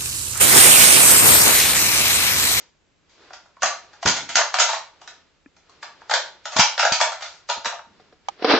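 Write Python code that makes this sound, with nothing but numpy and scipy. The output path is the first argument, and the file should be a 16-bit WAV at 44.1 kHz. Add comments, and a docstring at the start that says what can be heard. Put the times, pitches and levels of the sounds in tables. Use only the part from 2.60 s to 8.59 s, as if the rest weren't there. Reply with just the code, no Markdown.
"""A rifle's magazine is unlatched, pulled out and rocked back in several times in a bare, echoing room.
Sleeves rustle and steel clicks faintly over still air. From 1 s come the hard contacts: each chatters,
knocks the hollow magazine and leaves the steel ringing. A soft, close knock falls in a lull at 2.9 s.
At 4 s the magazine is driven home and the stock booms; the clacks go on until 5.2 s.
At the end something bumps, taps and scrapes right beside the microphone."""
import sys
import numpy as np
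from scipy import signal
from scipy.fft import rfft, irfft
from scipy.io import wavfile

SR = 44100
rng = np.random.default_rng(int(sys.argv[2]) if len(sys.argv) > 2 else 0)


def wav_out(sig):
    """Save sig, one row per channel (or a flat mono array), as 16-bit PCM at SR to the path in sys.argv[1]."""
    wavfile.write(sys.argv[1], SR, np.round(np.clip(np.atleast_2d(sig).T, -1, 1) * 32767).astype(np.int16))


N = 264159
TIME = np.arange(N) / SR

# metal contacts: (time [s], level [dB], brightness [dB], chatter decay [ms], pitch [Hz], touch lead [ms])
CONTACTS = [ (0.002, -50.5, 12, 5.7, 1010, 0.5), (0.495, -55.5, 15, 130, 1200, 3.5),
            (0.705, -39.5, -20, 2, 680, -0.5), (0.732, -35.5, -2.5, 5.3, 1165, 0.5),
            (0.857, -51, -8.5, 3.9, 816, -0.5), (0.968, -47, -21, 3.1, 770, 1.5),
            (1.030, -11.5, -3.5, 4.2, 1105, 10), (1.059, -21.5, 2, 7.3, 1130, 0),
            (1.330, -44, -5.5, 10, 1520, -2.5), (1.427, -25, -5.5, 5.1, 690, -0.5),
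            (1.458, -12.5, -0.5, 2.7, 1000, 1), (1.472, -13, 6.5, 8.4, 1070, -0.5),
            (1.565, -22.5, 3, 7.4, 1473, 0), (1.689, -26.5, 4, 18, 1300, 0.5),
            (1.755, -11, 7, 2.7, 1540, 1), (1.767, -14, 0.5, 6, 1300, 0),
            (1.787, -14.5, -16.5, 6.2, 833, 1), (1.814, -19.5, -15.5, 2.1, 1080, 2),
            (1.941, -15, -4.5, 0.83, 766, 0), (1.996, -8, 3.5, 15, 1556, 11),
            (2.088, -17.5, -4.5, 13, 947, 0), (2.128, -21.5, -4, 16, 960, -1),
            (2.415, -41, -4, 5.2, 1050, 3), (2.475, -35.5, -0.5, 2.7, 1355, 0),
            (2.965, -54, 2, 0.94, 1400, -3.5), (3.094, -50, -2.5, 2.6, 700, 1),
            (3.227, -28.5, -6.5, 7.1, 1120, -0.5), (3.417, -41.5, -23, 1, 895, -0.5),
            (3.510, -15, -4.5, 3.5, 1305, 15), (3.537, -11.5, -2.5, 2.2, 1030, -0.5),
            (3.854, -26.5, -1.5, 3.3, 1335, -0.5), (3.918, -26.5, -1.5, 75, 1130, -1.5),
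            (3.964, -14, 1.5, 7.8, 1040, 0.5), (3.994, -6.5, 3.5, 8, 980, 9),
            (4.193, -12, -0.5, 6.3, 1380, 16), (4.227, -15, -5, 6.1, 1400, 0.5),
            (4.250, -11, -8, 2.4, 1334, -0.5), (4.321, -14, 7.5, 3.1, 1800, 0.5),
            (4.411, -9.5, -3, 3.1, 910, 10.5), (4.518, -26, -6.5, 9.3, 1470, 1),
            (4.621, -27.5, 1, 7.1, 1750, 13.5), (4.650, -35.5, 1, 65, 1380, -2),
            (4.897, -17, -2.5, 3.8, 915, 8.5), (5.056, -17, -1.5, 1.7, 886, 10.5),
            (5.125, -29.5, -22, 11, 650, 0.5), (5.191, -36, -30, 6, 880, -1)]
# ringing steel: (frequency [Hz], level [dB])
STEEL_MODES = [(590, -17.5), (942, -4.5), (975, -11.5), (1431, -6), (1735, -11.5), (1900, -11.5),
               (2303, -8), (2466, -9.5), (2555, -15.5), (3050, -19), (3409, -11), (4600, -12), (4890, -9.5),
               (5520, -11.5), (6430, -18)]
TOUCH_DB, TOUCH_BRIGHT_DB, TOUCH_CHATTER_MS = -7, -2, 4.9
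SETTLE_DELAY_S, SETTLE_DB, SETTLE_BRIGHT_DB, SETTLE_CHATTER_MS = 0.013, -14.5, 2, 10
DIRECT_DB, ROOM_DB, RING_DB = 0.4, -0.04, -7.5
# bright, hard contacts ring, rattle and carry more than hand-cushioned ones [dB per dB]
RING_PER_BRIGHT, SETTLE_PER_BRIGHT, ROOM_PER_BRIGHT = 0.28, 0.18, 0.16


def rifle(snap_room_db=3, slide_db=-18, slide_ms=7, ring_t60_s=0.41, echo_patterns=4):
    """Parts slide, touch edge first, strike and rattle to rest; the steel rings, the room answers."""
    # the grip damps modes either side of 1 kHz
    steel = [(hz, db, ring_t60_s * np.sqrt(min(hz / 1000, 1000 / hz))) for hz, db in STEEL_MODES]
    approach = np.exp(-1000 * TIME[:2000] / slide_ms)[::-1]
    direct, sends = np.zeros(N), np.zeros((echo_patterns, N))
    for k, (s, db, bright_db, chatter_ms, pitch_hz, lead_ms) in enumerate(CONTACTS):
        touch = contact(db + TOUCH_DB, bright_db + TOUCH_BRIGHT_DB, TOUCH_CHATTER_MS, pitch_hz)
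        blow = contact(db, bright_db, chatter_ms, pitch_hz)
        settle_db = db + SETTLE_DB + SETTLE_PER_BRIGHT * bright_db
        settle = contact(settle_db, bright_db + SETTLE_BRIGHT_DB, SETTLE_CHATTER_MS, pitch_hz)
        carry = undb(ROOM_DB + ROOM_PER_BRIGHT * bright_db)
        send = sends[k % echo_patterns]  # the rifle moves, so the echoes vary
        stages = [(s - lead_ms / 1000, touch), (s, blow), (s + SETTLE_DELAY_S, settle)]
        for start_s, (knock, snap) in stages:
            add(direct, start_s, knock + snap)
            add(send, start_s, carry * (knock + undb(snap_room_db) * snap))
        ring_db = db + RING_DB + RING_PER_BRIGHT * bright_db
        add(direct, s, undb(ring_db) * unit(ringing(steel, size=22000)))
        slide = steady(colour(grains(len(approach), spread_db=-0.5), SNAP_SPECTRUM)) * approach
        add(direct, s - len(slide) / SR, undb(db + slide_db) * slide)
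    return undb(DIRECT_DB) * close(direct) + sum(room(send) for send in sends)


# steel-on-steel snap: (frequency [Hz], level [dB])
SNAP_SPECTRUM = [(200, -38), (450, -30), (900, -36), (2000, 8.5), (3000, 8), (4200, 8.5), (5400, 7.5),
                 (6600, 8), (7800, -0.5)]


def contact(db, bright_db, chatter_ms, pitch_hz, snap_linger_ms=0.9, uneven_db=2):
    """Hollow knock and bright snap of one contact; brightness splits the energy between them."""
    gain = undb(db) / np.hypot(1, undb(bright_db))
    knock = unit(magazine(chatter(chatter_ms, bite_ms=0.5), pitch_hz))
    spectrum = [(hz, level_db + uneven_db * rng.standard_normal()) for hz, level_db in SNAP_SPECTRUM]
    snap = unit(colour(chatter(chatter_ms + snap_linger_ms, bite_ms=1.0), spectrum))
    return gain * knock, gain * undb(bright_db) * snap


# hollow magazine and receiver: (frequency [Hz], width [Hz], level [dB])
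MAGAZINE_MODES = [(641.4, 184, -1), (847, 171, 4), (910.5, 120, 3), (1270, 300, -1.5), (1447, 169, 0.5),
                  (1914, 570, -12)]


def magazine(force, pitch_hz, pitch_db=-3, pitch_width_hz=130):
    """Broad resonances of the hollow body, plus the one the contact point favours."""
    body = sum((-1) ** k * undb(db) * resonance(force, hz, width_hz)
               for k, (hz, width_hz, db) in enumerate(MAGAZINE_MODES))
    favoured = resonance(force, pitch_hz, pitch_width_hz)
    knock = unit(body) + undb(pitch_db) * unit(favoured)
    return highpass(knock, hz=520, order=5)


# jolts of the rifle's weight, and last a long low rumble of an arm moving close by: (time [s], level [dB],
# decay [ms])
JOLTS = [(1.034, -46, 42), (1.454, -24.5, 47), (1.570, -44, 78), (1.695, -51, 34), (1.752, -39, 11),
         (3.961, -31, 14), (3.991, -30, 5), (4.319, -27, 4.6), (4.969, -45, 14), (5.056, -41, 11),
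         (5.269, -61, 310)]
# thud of a jolt: (frequency [Hz], level [dB])
THUD_SPECTRUM = [(25, -23.5), (60, -7.5), (120, -5), (190, 0), (320, -3), (500, -8), (1000, -40.5)]
# booming stock: (frequency [Hz], level [dB], t60 [s])
STOCK_MODES = [(135, -5, 0.056), (190.7, 1.5, 0.06)]


def jolts(boom_s=3.991, boom_db=-16.5):
    """Shoves jolt the rifle in the hands with low thuds, and a moving arm rumbles low; driving the magazine
    home booms the stock."""
    track, t = np.zeros(N), TIME[:12000]
    for s, db, decay_ms in JOLTS:
        fade = np.exp(-1000 * t / decay_ms)
        thud = colour(rng.standard_normal(len(t)) * fade, THUD_SPECTRUM)
        add(track, s, undb(db) * thud * np.linalg.norm(fade) / np.linalg.norm(thud))
    add(track, boom_s, undb(boom_db) * unit(ringing(STOCK_MODES, size=8000)))
    return close(track)


# dull bumps: (time [s], level [dB])
BUMP_HITS = [(5.398, -46.5), (5.525, -46.5), (5.793, -40.5), (5.823, -21.5), (5.845, -9.5), (5.884, -21),
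             (5.898, -10.5), (5.938, -9), (5.948, -17.5), (5.976, -26)]
# bumped object: (frequency [Hz], level [dB], t60 [s])
BUMP_MODES = [(309, -7.5, 0.17), (349, 9, 0.023), (445, 5.5, 0.095), (528, 10, 0.021), (741, 5, 0.087),
              (1300, 4.5, 0.017)]


def bumps(scuff_db=-6):
    """Dull bumps with a scuff on each, too close for the room to be heard."""
    track = np.zeros(N)
    for s, db in BUMP_HITS:
        add(track, s, undb(db) * unit(ringing(BUMP_MODES, size=5000)))
        scuff = colour(chatter(decay_ms=13.4, bite_ms=0.2), SCRAPE_SPECTRUM)
        add(track, s, undb(db + scuff_db) * unit(scuff))
    return close(track)


# close friction: (frequency [Hz], level [dB])
SCRAPE_SPECTRUM = [(40, -34), (150, -27.5), (270, 3), (750, 1), (1500, -1), (2500, -6.5), (4000, -7.5),
                   (5200, -10.5), (6000, -20), (7500, -55)]


def scrape(peak_s=5.912, peak_db=-13, rise_db_per_s=319, fall_db_per_s=116):
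    """A close, gritty push that builds quickly and eases off."""
    after_s = TIME - peak_s
    db = peak_db + np.minimum(rise_db_per_s * after_s, -fall_db_per_s * after_s)
    return rubbing(undb(db), SCRAPE_SPECTRUM, grit_db=1.0)


# tapped object: (frequency [Hz], level [dB], t60 [s])
TAP_MODES = [(806, -3, 0.035), (933, -4.5, 0.027), (1240, -10.5, 0.038), (1730, -19.5, 0.019),
             (2250, -12, 0.028), (3140, -15.5, 0.028), (4670, -19, 0.012), (6300, -37, 0.0119)]


def tap(time_s=5.6853, db=-20.5, tick_db=-10):
    """One close, dry tap: short-lived modes and a bright tick, wide in stereo."""
    mid, side = np.zeros((2, N))
    for track in (mid, side):
        add(track, time_s, undb(db) * unit(ringing(TAP_MODES, size=4000)))
        tick = colour(chatter(decay_ms=3.7, bite_ms=0.2), SNAP_SPECTRUM)
        add(track, time_s, undb(db + tick_db) * unit(tick))
    return np.array([mid + side, mid - side])


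# knocked object: (frequency [Hz], level [dB], t60 [s])
KNOCK_MODES = [(282, 0.5, 0.046), (1344, -17.5, 0.028), (1710, -6.5, 0.025), (1890, -15, 0.012),
               (2430, -10, 0.02)]


def soft_knock(time_s=2.860, db=-41):
    """One small, close knock on well-damped modes."""
    track = np.zeros(N)
    add(track, time_s, undb(db) * unit(ringing(KNOCK_MODES, size=4000)))
    return close(track)


# arm movements: (peak time [s], level [dB], swell and fade [s])
ARM_STROKES = [(0.0, -55, 0.086), (0.66, -53.5, .14), (1.3, -57.5, 0.34), (2.48, -58, 0.21),
               (3.14, -65, 0.091), (3.549, -55, 0.46), (4.82, -60, 0.17), (5.41, -60.5, 0.21),
               (5.72, -55, 0.071)]
# rustling cloth: (frequency [Hz], level [dB])
CLOTH_SPECTRUM = [(25, -15), (70, -6.5), (200, -5), (400, 4.5), (700, 0), (1400, 0.5), (2500, -3),
                  (5000, -7), (7800, -20.5)]


def sleeves():
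    """Cloth brushes as each arm movement speeds up and slows down."""
    speed = sum(undb(db) / np.cosh(2 * (TIME - s) / swell_s) for s, db, swell_s in ARM_STROKES)
    return rubbing(speed, CLOTH_SPECTRUM, grit_db=0)


# width of direct sound: (frequency [Hz], side over mid [dB])
DIRECT_WIDTH = [(200, -5), (1200, -10), (2500, -6.5), (4000, -2), (7500, -3)]


def close(x):
    """Direct sound, scattered differently into each channel by nearby surfaces."""
    scatter = rng.standard_normal(128) * np.hanning(128)
    side = signal.fftconvolve(x, scatter / np.linalg.norm(scatter))[:N]
    return stereo(x, side, DIRECT_WIDTH)


# reverberation: (frequency [Hz], t60 [s])
ROOM_DECAY = [(200, 0.36), (600, 0.37), (1400, 0.36), (3500, 0.36), (7500, 0.3)]
# width of echoes and friction: (frequency [Hz], side over mid [dB])
DIFFUSE_WIDTH = [(200, -18), (700, -6), (1400, -10.5), (2500, -5.5), (4000, 0), (7500, -2.5)]


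def room(x, build_s=0.0041):
    """Dense echoes off bare walls build quickly and die sooner in the treble."""
    t = TIME[:32768]
    hz = np.fft.rfftfreq(len(t), 1 / SR)
    centres_hz, t60s = np.transpose(ROOM_DECAY)
    onset = 1 - np.exp(-(t / build_s) ** 2)
    mid_side = []
    for _ in range(2):
        noise = rfft(rng.standard_normal(len(t)))
        bands = [irfft(noise * along(np.c_[centres_hz, share], hz)) for share in np.eye(len(t60s))]
        tail = onset * sum(band * np.exp(-np.log(1000) * t / t60) for band, t60 in zip(bands, t60s))
        mid_side.append(signal.fftconvolve(x, tail / np.linalg.norm(tail))[:N])
    return stereo(*mid_side, DIFFUSE_WIDTH)


# still room air: (frequency [Hz], relative level [dB])
AIR_SPECTRUM = [(15, -38.5), (25, -4.5), (87, -1.5), (113, -8), (162, -2.5), (226, -8.5), (287, -6),
                (822, -14), (2720, -16.5), (5440, -22), (7600, -22.5), (9880, -42.5), (16700, -120)]


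def air(mid_db=-66.5, side_db=-3):
    """Faint steady hiss and rumble."""
    mid, side = (steady(colour(rng.standard_normal(N), AIR_SPECTRUM)) for _ in range(2))
    side *= undb(side_db)
    return undb(mid_db) * np.array([mid + side, mid - side])


def grains(size, spread_db):
    """Dense micro-contacts of uneven strength."""
    strength = np.repeat(rng.standard_normal(size // 32 + 1), 32)[:size]
    return rng.standard_normal(size) * undb(spread_db * strength)


def chatter(decay_ms, bite_ms):
    """Surfaces bite, then tiny rebounds die away."""
    ms = 1000 * TIME[:6000]
    return grains(len(ms), spread_db=2.5) * np.exp(-ms / decay_ms) * (1 - np.exp(-ms / bite_ms))


def rubbing(speed, spectrum, grit_db):
    """Friction: countless tiny catches, as loud as the movement is fast."""
    mid, side = (speed * steady(colour(grains(N, grit_db), spectrum)) for _ in range(2))
    return stereo(mid, side, DIFFUSE_WIDTH)


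def ringing(modes, size, uneven_db=2, detune=0.004):
    """Damped modes; the strike point shifts their balance, the grip their tuning."""
    t = TIME[:size]
    hz, db, t60 = np.transpose(modes)[:, :, None]
    gain = undb(db + uneven_db * rng.standard_normal(hz.shape)) * rng.choice([-1, 1], hz.shape)
    hz = hz * (1 + detune * rng.standard_normal(hz.shape))
    partials = gain * np.exp(-np.log(1000) * t / t60) * np.sin(2 * np.pi * hz * t)
    return highpass(partials.sum(axis=0), hz=0.7 * hz.min(), order=4)  # little radiates below the modes


def resonance(x, hz, width_hz):
    """Two-pole band-pass, gain 1 at the centre."""
    return signal.lfilter(*signal.iirpeak(hz, hz / width_hz, SR), x)


def highpass(x, hz, order):
    """Maximally flat high-pass."""
    return signal.sosfilt(signal.butter(order, hz, "high", fs=SR, output="sos"), x)


def colour(x, spectrum, size=2048):
    """Minimum-phase filter through (frequency [Hz], level [dB]) points."""
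    gain = undb(along(spectrum, np.fft.rfftfreq(size, 1 / SR)))
    cepstrum = irfft(np.log(gain))
    cepstrum[1:size // 2] *= 2
    cepstrum[size // 2 + 1:] = 0
    impulse = irfft(np.exp(rfft(cepstrum)))
    return signal.fftconvolve(x, impulse)[:len(x)]


def along(points, hz):
    """Interpolate (frequency [Hz], value) points on a log-frequency axis."""
    points_hz, values = np.transpose(points)
    return np.interp(np.log(hz + 1), np.log(points_hz), values)


def stereo(mid, side, width):
    """Left and right from mid and width-filtered side."""
    side = colour(side, width)
    return np.array([mid + side, mid - side])


def add(track, s, sound):
    """Mix a sound into a track at time s."""
    start = max(int(s * SR), 0)
    part = sound[:max(N - start, 0)]
    track[start:start + len(part)] += part


def undb(db):
    """Decibels to gain."""
    return 10 ** (np.asarray(db) / 20)


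def unit(x):
    """Scale to the energy of 4 ms at full level."""
    return x * np.sqrt(0.004 * SR / np.sum(x ** 2))


def steady(x):
    """Scale to rms 1."""
    return x / np.sqrt(np.mean(x ** 2))


def scene():
    """Rifle, close handling, sleeves and room air."""
    return rifle() + jolts() + bumps() + scrape() + tap() + soft_knock() + sleeves() + air()


def record(dry, top_hz=7730):
    """Round the loudest peaks, then cut the treble steeply."""
    rounded = np.tanh(dry)
    return signal.sosfilt(signal.ellip(10, 0.2, 75, top_hz, fs=SR, output="sos"), rounded)


dry = scene()
out = record(dry)
wav_out(out)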